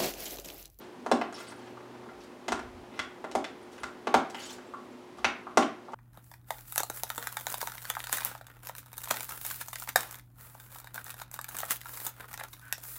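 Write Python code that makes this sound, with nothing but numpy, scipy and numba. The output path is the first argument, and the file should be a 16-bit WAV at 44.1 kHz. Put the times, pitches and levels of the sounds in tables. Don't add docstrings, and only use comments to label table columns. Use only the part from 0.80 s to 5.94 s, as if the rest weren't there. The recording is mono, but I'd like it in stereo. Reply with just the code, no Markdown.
import sys
import numpy as np
from scipy import signal
from scipy.fft import rfft, irfft, next_fast_len
from scipy.io import wavfile
from scipy.ndimage import uniform_filter1d
from numba import njit

SR = 44100
rng = np.random.default_rng(int(sys.argv[2]) if len(sys.argv) > 2 else 0)


def makeup_ratio(level_db):
    decades = np.asarray(level_db, float) / 20
    return 10 ** decades


def persist_wave(psi):
    counts = np.round(np.clip(psi, -1, 1) * 32767).astype(np.int16)
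    wavfile.write(sys.argv[1], SR, np.atleast_2d(counts).T)


N = 226892
T = np.arange(N) / SR

# f/Hz (knock and clack: ratio to their pitch), contact level to spectrum/dB
CONTACT_PARTS = [
    (790, 34.5),
    (270, 43),
    (0.994, 35.5),
    (1.003, 30.5),
    (7500, 29.5),
]
# f/Hz, level under the nearest part/dB
PULSE_ENDS = [(110, -19.5), (16500, -21.5)]
# f/Hz, width/Hz, level above the pulse/dB (below 0: a dip)
TUB_MODES = [(243.4, 37, 4.5), (269, 28, 1.5), (406, 107, 5.5), (516, 45, -13), (570, 72, 3), (684, 116, 8),
             (766, 65, 7.5), (1003, 107, 7.5), (1115, 210, 1), (1295, 70, 5), (1397, 230, 3),
             (1740, 130, 4),
             (2110, 190, 5.2), (2600, 150, 3.9), (3176, 166, 6.4), (3700, 87, 6.9), (4160, 210, 0.97),
               (5100, 60, 2.5), (5780, 340, 6), (7000, 510, 0.65), (8700, 1200, 4.9)]


def knocks(spot_db=1.68, detune=0.049, chatter=1.0, chatter_s=0.0029, even=0.88, damping=1.3):
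    size = 4096
    out, t = np.zeros(N + size), T[:size]
    f = np.maximum(np.fft.rfftfreq(size, 1 / SR), 1)
    part_hz, part_db = np.transpose(CONTACT_PARTS)
    mode_hz, width, mode_db = np.transpose(TUB_MODES)[:, :, None]
    (low_hz, low_db), (high_hz, high_db) = PULSE_ENDS
    for s, pitch, blow_db in contacts():
        push = sorted(zip(part_hz * pitch, part_db + blow_db))
        bottom_db, top_db = push[0][1], push[-1][1]
        push = [(1, bottom_db - 80), (low_hz, bottom_db + low_db), *push, (high_hz, top_db + high_db)]
        spot, shift = rng.standard_normal((2, len(mode_hz), 1))
        off_peak = 2 * (f - mode_hz * (1 + detune * shift)) / (damping * width)
        ringing = (mode_db + spot_db * spot) / (1 + off_peak ** 2)
        burst = rng.standard_normal(size) * np.exp(-t / chatter_s)
        rattle = 1 + chatter * rfft(burst) * f / (f + 6000)
        evening = even * 20 * np.log10(np.abs(rattle) + 0.12)
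        pulse = causal(on_log(push, f) + ringing.sum(axis=0) - evening)
        fade = np.clip(2 - 2.5 * t / t[-1], 0, 1)
        i = int(s * SR)
        out[i:i + size] += irfft(rfft(pulse) * rattle) * fade
    return out[:N]


# t/s, strength/dB, weight/dB, edge/dB, sharpness/dB
BLOWS = [(.263, -28, -4, -15.5, -1), (.315, -22, 5, -7, -1), (.526, -38, -10, -15.5, 8),
         (.603, -38, -13, -13, 5), (1.682, -30.5, 2, -2, -1.5), (1.721, -22, -6.5, -9, -.5),
         (2.514, -49.5, 9, 6.5, -1), (2.552, -27, 3.5, -10, 4.5), (3.034, -28, -15, -9, -1.5),
         (3.342, -18.5, 3, -6, -3.5), (3.5, -60.5, 14, 9.5, 8), (4.385, -47.5, 0.5, -8, 3),
         (4.773, -16, 2, -7.5, 0.3), (5.121, -57.5, 11, -5, 7)]
# t/s, strength/dB, weight/dB, edge/dB, sharpness/dB
CLACKS = [(.414, -30.5, 3.5, -6.5, -4), (.721, -39, -9, -13, -2), (1.793, -35.5, -4.5, -11, 7),
          (2.139, -51, -1.5, 2, -9), (2.192, -27.5, -11, -1.5, 1.5), (2.442, -36.5, 2, -11.5, 4),
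          (2.643, -34, -8, -0.5, 2), (2.98, -44.5, -14, -6, 5), (3.271, -28.5, 2, -5.5, 1.5),
          (3.546, -38, -1, 0.5, -0.5), (3.784, -43, -9, -17, 2.5), (4.445, -18.5, -8, -0.5, -4.5),
          (4.825, -33, -3, 3, -3)]
# t/s, strength/dB, weight/dB, edge/dB, sharpness/dB
NUDGES = [(.874, -48, -0.5, -3, -7), (.971, -42, -12, -22, 6), (1.001, -45.5, -15, -11, -8),
          (1.152, -48, -3, -11, -1.5), (1.233, -45, -14, -18, -6), (1.262, -47, -4, -31, 6),
          (1.288, -39.5, -21, -20, -10), (1.317, -61, 12.5, -10, -3), (1.517, -51, -4, -9, -6),
          (2.039, -56.5, 3, -10, -.5), (2.382, -57.5, 8, -9, 7), (3.937, -28.5, -23, -38, 13),
          (4.669, -28.5, -14, -35, 2.5), (4.711, -42, -15.5, -18, -7), (5.084, -36, -8, -42, 9),
          (5.134, -33, -7, -20.5, 3)]


def contacts():
    kinds = [(BLOWS, 8.25, 4, 1280, 2630), (CLACKS, 10, 12, 1500, 3000), (NUDGES, 12.5, 11, 1180, 2840)]
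    found = []
    for table, hollow, dull, knock_hz, clack_hz in kinds:
        pitch = (1, 1, knock_hz, clack_hz, 1)
        for s, db, weight, edge, sharp in table:
            body_db, clack_db = db + weight, db + edge
            levels = (body_db + hollow / 2, body_db - hollow / 2, db, clack_db, clack_db - dull + sharp)
            found.append((s, pitch, levels))
    return sorted(found)


def causal(db):
    cepstrum = irfft(db * np.log(10) / 20)
    half = len(cepstrum) // 2
    cepstrum[1:half] *= 2
    cepstrum[half + 1:] = 0
    return irfft(np.exp(rfft(cepstrum)))


def scrapes(rate=4500, scatter_db=4.0, spread=0.45, rub_rate=1200, rub_ratio=0.281, hiss_db=-7.0, rub_db=-9.0):
    gain, rub, centre = strokes()

    count = int(rate * N / SR)
    start, (detune, ring) = rng.integers(0, N, count), rng.standard_normal((2, count))
    wandering = centre * np.exp(0.17 * walk(45))
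    hz = np.clip(wandering[start] * np.exp(spread * detune), 3200, 14500)
    size = makeup_ratio(scatter_db * np.minimum(rng.exponential(size=count), 5))
    slips = grains(start, hz, size, 1.24 * np.exp(0.77 * ring), N)

    count = int(rub_rate * N / SR)
    start, (detune, ring) = rng.integers(0, N, count), rng.standard_normal((2, count))
    hz = rub_ratio * centre[start] * np.exp(0.353 * detune)
    size = makeup_ratio(scatter_db * np.minimum(rng.exponential(size=count), 4))
    rubs = grains(start, hz, size, 3.2 * np.exp(0.263 * ring), N)

    patchy = makeup_ratio(3.6 * walk(120))
    return patchy * (gain * level(slips, hiss_db) + rub * level(rubs, rub_db))


# t/s, length/s, hiss level/dB, hiss centre f/Hz, wall rub above hiss/dB
DRAGS = [(0, .09, -60, 5250, 7), (.54, .04, -41, 5000, -11), (.572, 0.091, -49, 6300, 2.5),
         (.665, .07, -51, 6140, 3), (.77, 0.16, -60.5, 5340, 8), (1.1, .26, -81, 5500, 22),
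         (1.4, 0.057, -54, 5100, 2.5), (2.8, 0.037, -66, 5900, 5), (2.91, 0.19, -59, 5500, -2),
         (3.495, 0.035, -49, 5350, -5), (3.54, 0.066, -47, 7500, 9), (3.59, 0.08, -44, 6230, -5),
         (3.65, 0.09, -42, 5300, -2), (3.718, 0.069, -47, 6460, -0.5), (3.8, 0.057, -61, 4900, 8)]
# t/s, length/s, hiss level/dB, hiss centre f/Hz, wall rub above hiss/dB
RUN_UPS = [
    (2.09, .1, -60.5, 7700, 17),
    (4.36, .083, -54, 5840, 3.7),
    (5.03, 0.037, -66, 5400, 8.5),
    (5.11, .04, -68, 5700, 6.4),
]


def strokes(attack_s=0.0091, release_s=0.015, drag_fade_db=-9.5, run_up_db=12):
    gain, rub, centre = np.zeros(N), np.zeros(N), np.full(N, 6000.)
    for table, end_db in ((DRAGS, (0, drag_fade_db)), (RUN_UPS, (-run_up_db, 0))):
        for s, length, db, hz, rub_db in table:
            end = s + length
            i = slice(int(max(s, 0) * SR), int(end * SR))
            edge = np.clip(np.minimum((T[i] - s) / attack_s, (end - T[i]) / release_s), 0, 1)
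            shape = edge * makeup_ratio(db + np.interp(T[i], (s, end), end_db))
            gain[i] += shape
            rub[i] += makeup_ratio(rub_db) * shape
            centre[i] = hz
    return gain, rub, centre


@njit
def grains(start, hz, size, cycles, count):
    y = np.zeros(count)
    for g in range(len(start)):
        p = np.exp((2j * np.pi - 1 / cycles[g]) * hz[g] / SR)
        z = size[g] + 0j
        for i in range(start[g], min(count, start[g] + int(5 * cycles[g] * SR / hz[g]))):
            y[i] += z.imag
            z *= p
    return y


# t/s, f/Hz, level/dB, length/s
SQUEAKS = [(.54, 10050, -50, .015), (.542, 5270, -42, 0.011), (.548, 3400, -54.5, 0.0104),
           (.575, 5360, -60, 0.01), (0.603, 8560, -55, .015), (0.666, 4640, -55, 0.024),
           (.678, 8580, -52.5, 0.026), (0.681, 9800, -60, .02), (.716, 9460, -59, .015),
           (.76, 10200, -61, 0.0086), (2.827, 9500, -62, 0.0113), (3.634, 6830, -48, 0.0144),
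           (3.668, 7500, -47, 0.012), (3.692, 3700, -48, .012), (3.725, 7150, -49.5, 0.019),
           (3.869, 7900, -61.5, 0.011), (4.12, 7000, -64, .012)]


def squeaks(waver=0.045):
    out, drift, rough = np.zeros(N), 1 + waver * walk(400), makeup_ratio(3.5 * walk(500))
    for s, hz, db, length in SQUEAKS:
        i = slice(int(s * SR), int((s + length) * SR))
        shape = np.sin(np.pi * np.clip((T[i] - s) / length, 0, 1) ** 0.36)
        whistle = np.sin(2 * np.pi * np.cumsum(hz * drift[i]) / SR)
        out[i] += makeup_ratio(db - 2.5) * shape * rough[i] * whistle
    return out


# f/Hz, t60/s, echo level/dB, build-up/s, side level/dB
ROOM = [(71.4, 0.24, -24, 0.016, -8), (226, 0.32, -17, 0.0076, -70), (715, 0.34, -31.5, 0.0098, -38),
        (1730, 0.41, -28, 0.0016, -20), (5000, 0.3, -28.5, 0.0029, -17), (11900, 0.19, -31, 0.0043, -15)]
# t/s, level/dB, left minus right/dB
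EARLY = [(.0024, -3, .8), (.0043, -7, .4), (.0058, -2.5, -.3), (.0078, -2.5, -.4), (.017, -14, .3),
         (.027, -15, -1.5)]


def kitchen(thin_hz=330, soft_hz=9000):
    t = np.arange(int(.6 * SR)) / SR
    mid, side = 0, 0
    for hz in 50 * 2 ** np.arange(0, 8.6, .5):
        t60, db, rise, side_db = (on_log(ROOM, hz, column=k) for k in range(1, 5))
        noise = band(rng.standard_normal((2, len(t))), hz, hz * .45)
        tail = makeup_ratio(db) * noise * (1 - np.exp(-t / rise)) * np.exp(-np.log(1000) * t / t60)
        mid, side = mid + tail[0], side + makeup_ratio(side_db) * tail[1]
    near = np.zeros((2, len(t)))
    for s, db, pan_db in EARLY:
        near[:, int(s * SR)] += makeup_ratio(db + np.array([pan_db, -pan_db]) / 2)
    near = signal.sosfilt(signal.butter(1, soft_hz, fs=SR, output="sos"), near)
    near[:, 0] = 1
    near = signal.sosfilt(signal.butter(2, thin_hz, "highpass", fs=SR, output="sos"), near)
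    return near + np.array([mid + side, mid - side])


# t/s, rumble level/dB, hold/s
JOLTS = [
    (.32, -58, .03),
    (1.39, -60, .02),
    (1.69, -50.5, 0.31),
    (2.185, -50, 0.018),
    (2.54, -53, .03),
    (3.03, -54, .02),
    (3.34, -55, .03),
    (4.445, -49, .03),
    (4.775, -55, .02),
]


def worktop_rumble(floor_db=-73.5, rise_db_s=400, fall_db_s=230):
    gain = makeup_ratio(floor_db)
    for s, db, hold in JOLTS:
        before, after = np.maximum(s - T, 0), np.maximum(T - s - hold, 0)
        gain = gain + makeup_ratio(db - rise_db_s * before - fall_db_s * after)
    return gain * level(band(long_noise(), 65.0, 55.4)[:N], -5)


# f/Hz, width/Hz, rms level/dB
HUM = [(213.4, 5.5, -72), (248.6, 13, -60), (595.4, 8, -68), (10980, 180, -86.5)]
# t/s, level/dB
MOTOR = [(0, -62), (.41, -66), (.67, -57.5), (1.22, -55), (1.4, -72), (1.7, -59.5), (2.13, -58),
         (2.36, -67), (3.2, -64.5), (3.6, -65), (5.14, -63.5)]


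def fridge_tones(motor_hz=121, whine_hz=359.7, whine_db=-55):
    hums = sum(level(band(long_noise(), hz, width)[:N], db) for hz, width, db in HUM)
    whine_phase = 2 * np.pi * np.cumsum(whine_hz * (1 + 0.00306 * walk(4.15))) / SR
    whine = makeup_ratio(whine_db + 3 + 0.72 * walk(16.0)) * np.sin(whine_phase)
    s, motor_db = np.transpose(MOTOR)
    motor_phase = 2 * np.pi * np.cumsum(motor_hz * (1 + 0.0105 * walk(2.9))) / SR
    motor = makeup_ratio(np.interp(T, s, motor_db) - 4.5) * np.sqrt(2) * np.sin(motor_phase)
    return hums + whine + motor


# f/Hz, level per Hz/dB
AIR = [(15, -66), (25, -39), (108, -16.5), (170, -22), (249, -2), (326, -11.5), (363, 2), (394, -5),
       (607, -14.5), (936, -9.5), (1020, -14), (1330, -19.5), (2690, -25), (9840, -40.5), (16000, -47.5)]
# f/Hz, side level/dB
AIR_SIDE = [(30, -1.5), (150, -14), (300, -19), (1000, -16.5), (4000, -11.5), (14000, -12.5)]


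def fridge_air(air_db=-50, swell_db=1.5, flicker_db=-0.5):
    air, swell = 0, walk(0.67)
    noise = long_noise(2)
    for hz in 25 * 2 ** np.arange(0, 9.5, 1 / 3):
        mid, side = band(noise, hz, hz * .3)[:, :N]
        gain = makeup_ratio(on_log(AIR, hz) + swell_db * swell + flicker_db * walk(19))
        air = air + gain * (mid + makeup_ratio(on_log(AIR_SIDE, hz)) * side * np.array([[1], [-1]]))
    return level(air, air_db)


def level(x, db):
    return x * makeup_ratio(db) / np.sqrt(np.mean(x ** 2))


def on_log(table, hz, column=1):
    table = np.array(table)
    return np.interp(np.log(hz), np.log(table[:, 0]), table[:, column])


def long_noise(*channels):
    return rng.standard_normal((*channels, next_fast_len(N)))


def band(x, hz, width):
    f = np.fft.rfftfreq(x.shape[-1], 1 / SR)
    bell = np.exp(-.5 * ((f - hz) / width * 2) ** 2)
    return irfft(rfft(x) * bell, x.shape[-1])


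def walk(rate):
    k = int(SR / rate)
    steps = np.repeat(rng.standard_normal(N // k + 1), k)
    return 1.183 * uniform_filter1d(uniform_filter1d(steps, k), k)[:N]


def scene(pan_db=0.6):
    tub = knocks() * makeup_ratio(-8) + scrapes() + squeaks()
    heard = signal.fftconvolve(tub[None], kitchen(), axes=1)[:, :N]
    heard = heard * makeup_ratio(np.array([[pan_db], [-pan_db]]) / 2)
    return heard + worktop_rumble() + fridge_tones() + fridge_air()


def roll_off(x):
    return signal.sosfilt(signal.butter(12, 16510, fs=SR, output="sos"), x)


def record(dry):
    x = signal.sosfilt(signal.butter(2, 45, "highpass", fs=SR, output="sos"), dry)
    x = signal.sosfilt(signal.ellip(8, .2, 60, 16000, fs=SR, output="sos"), x)
    return roll_off(x)


dry = scene()
out = record(dry)
persist_wave(out)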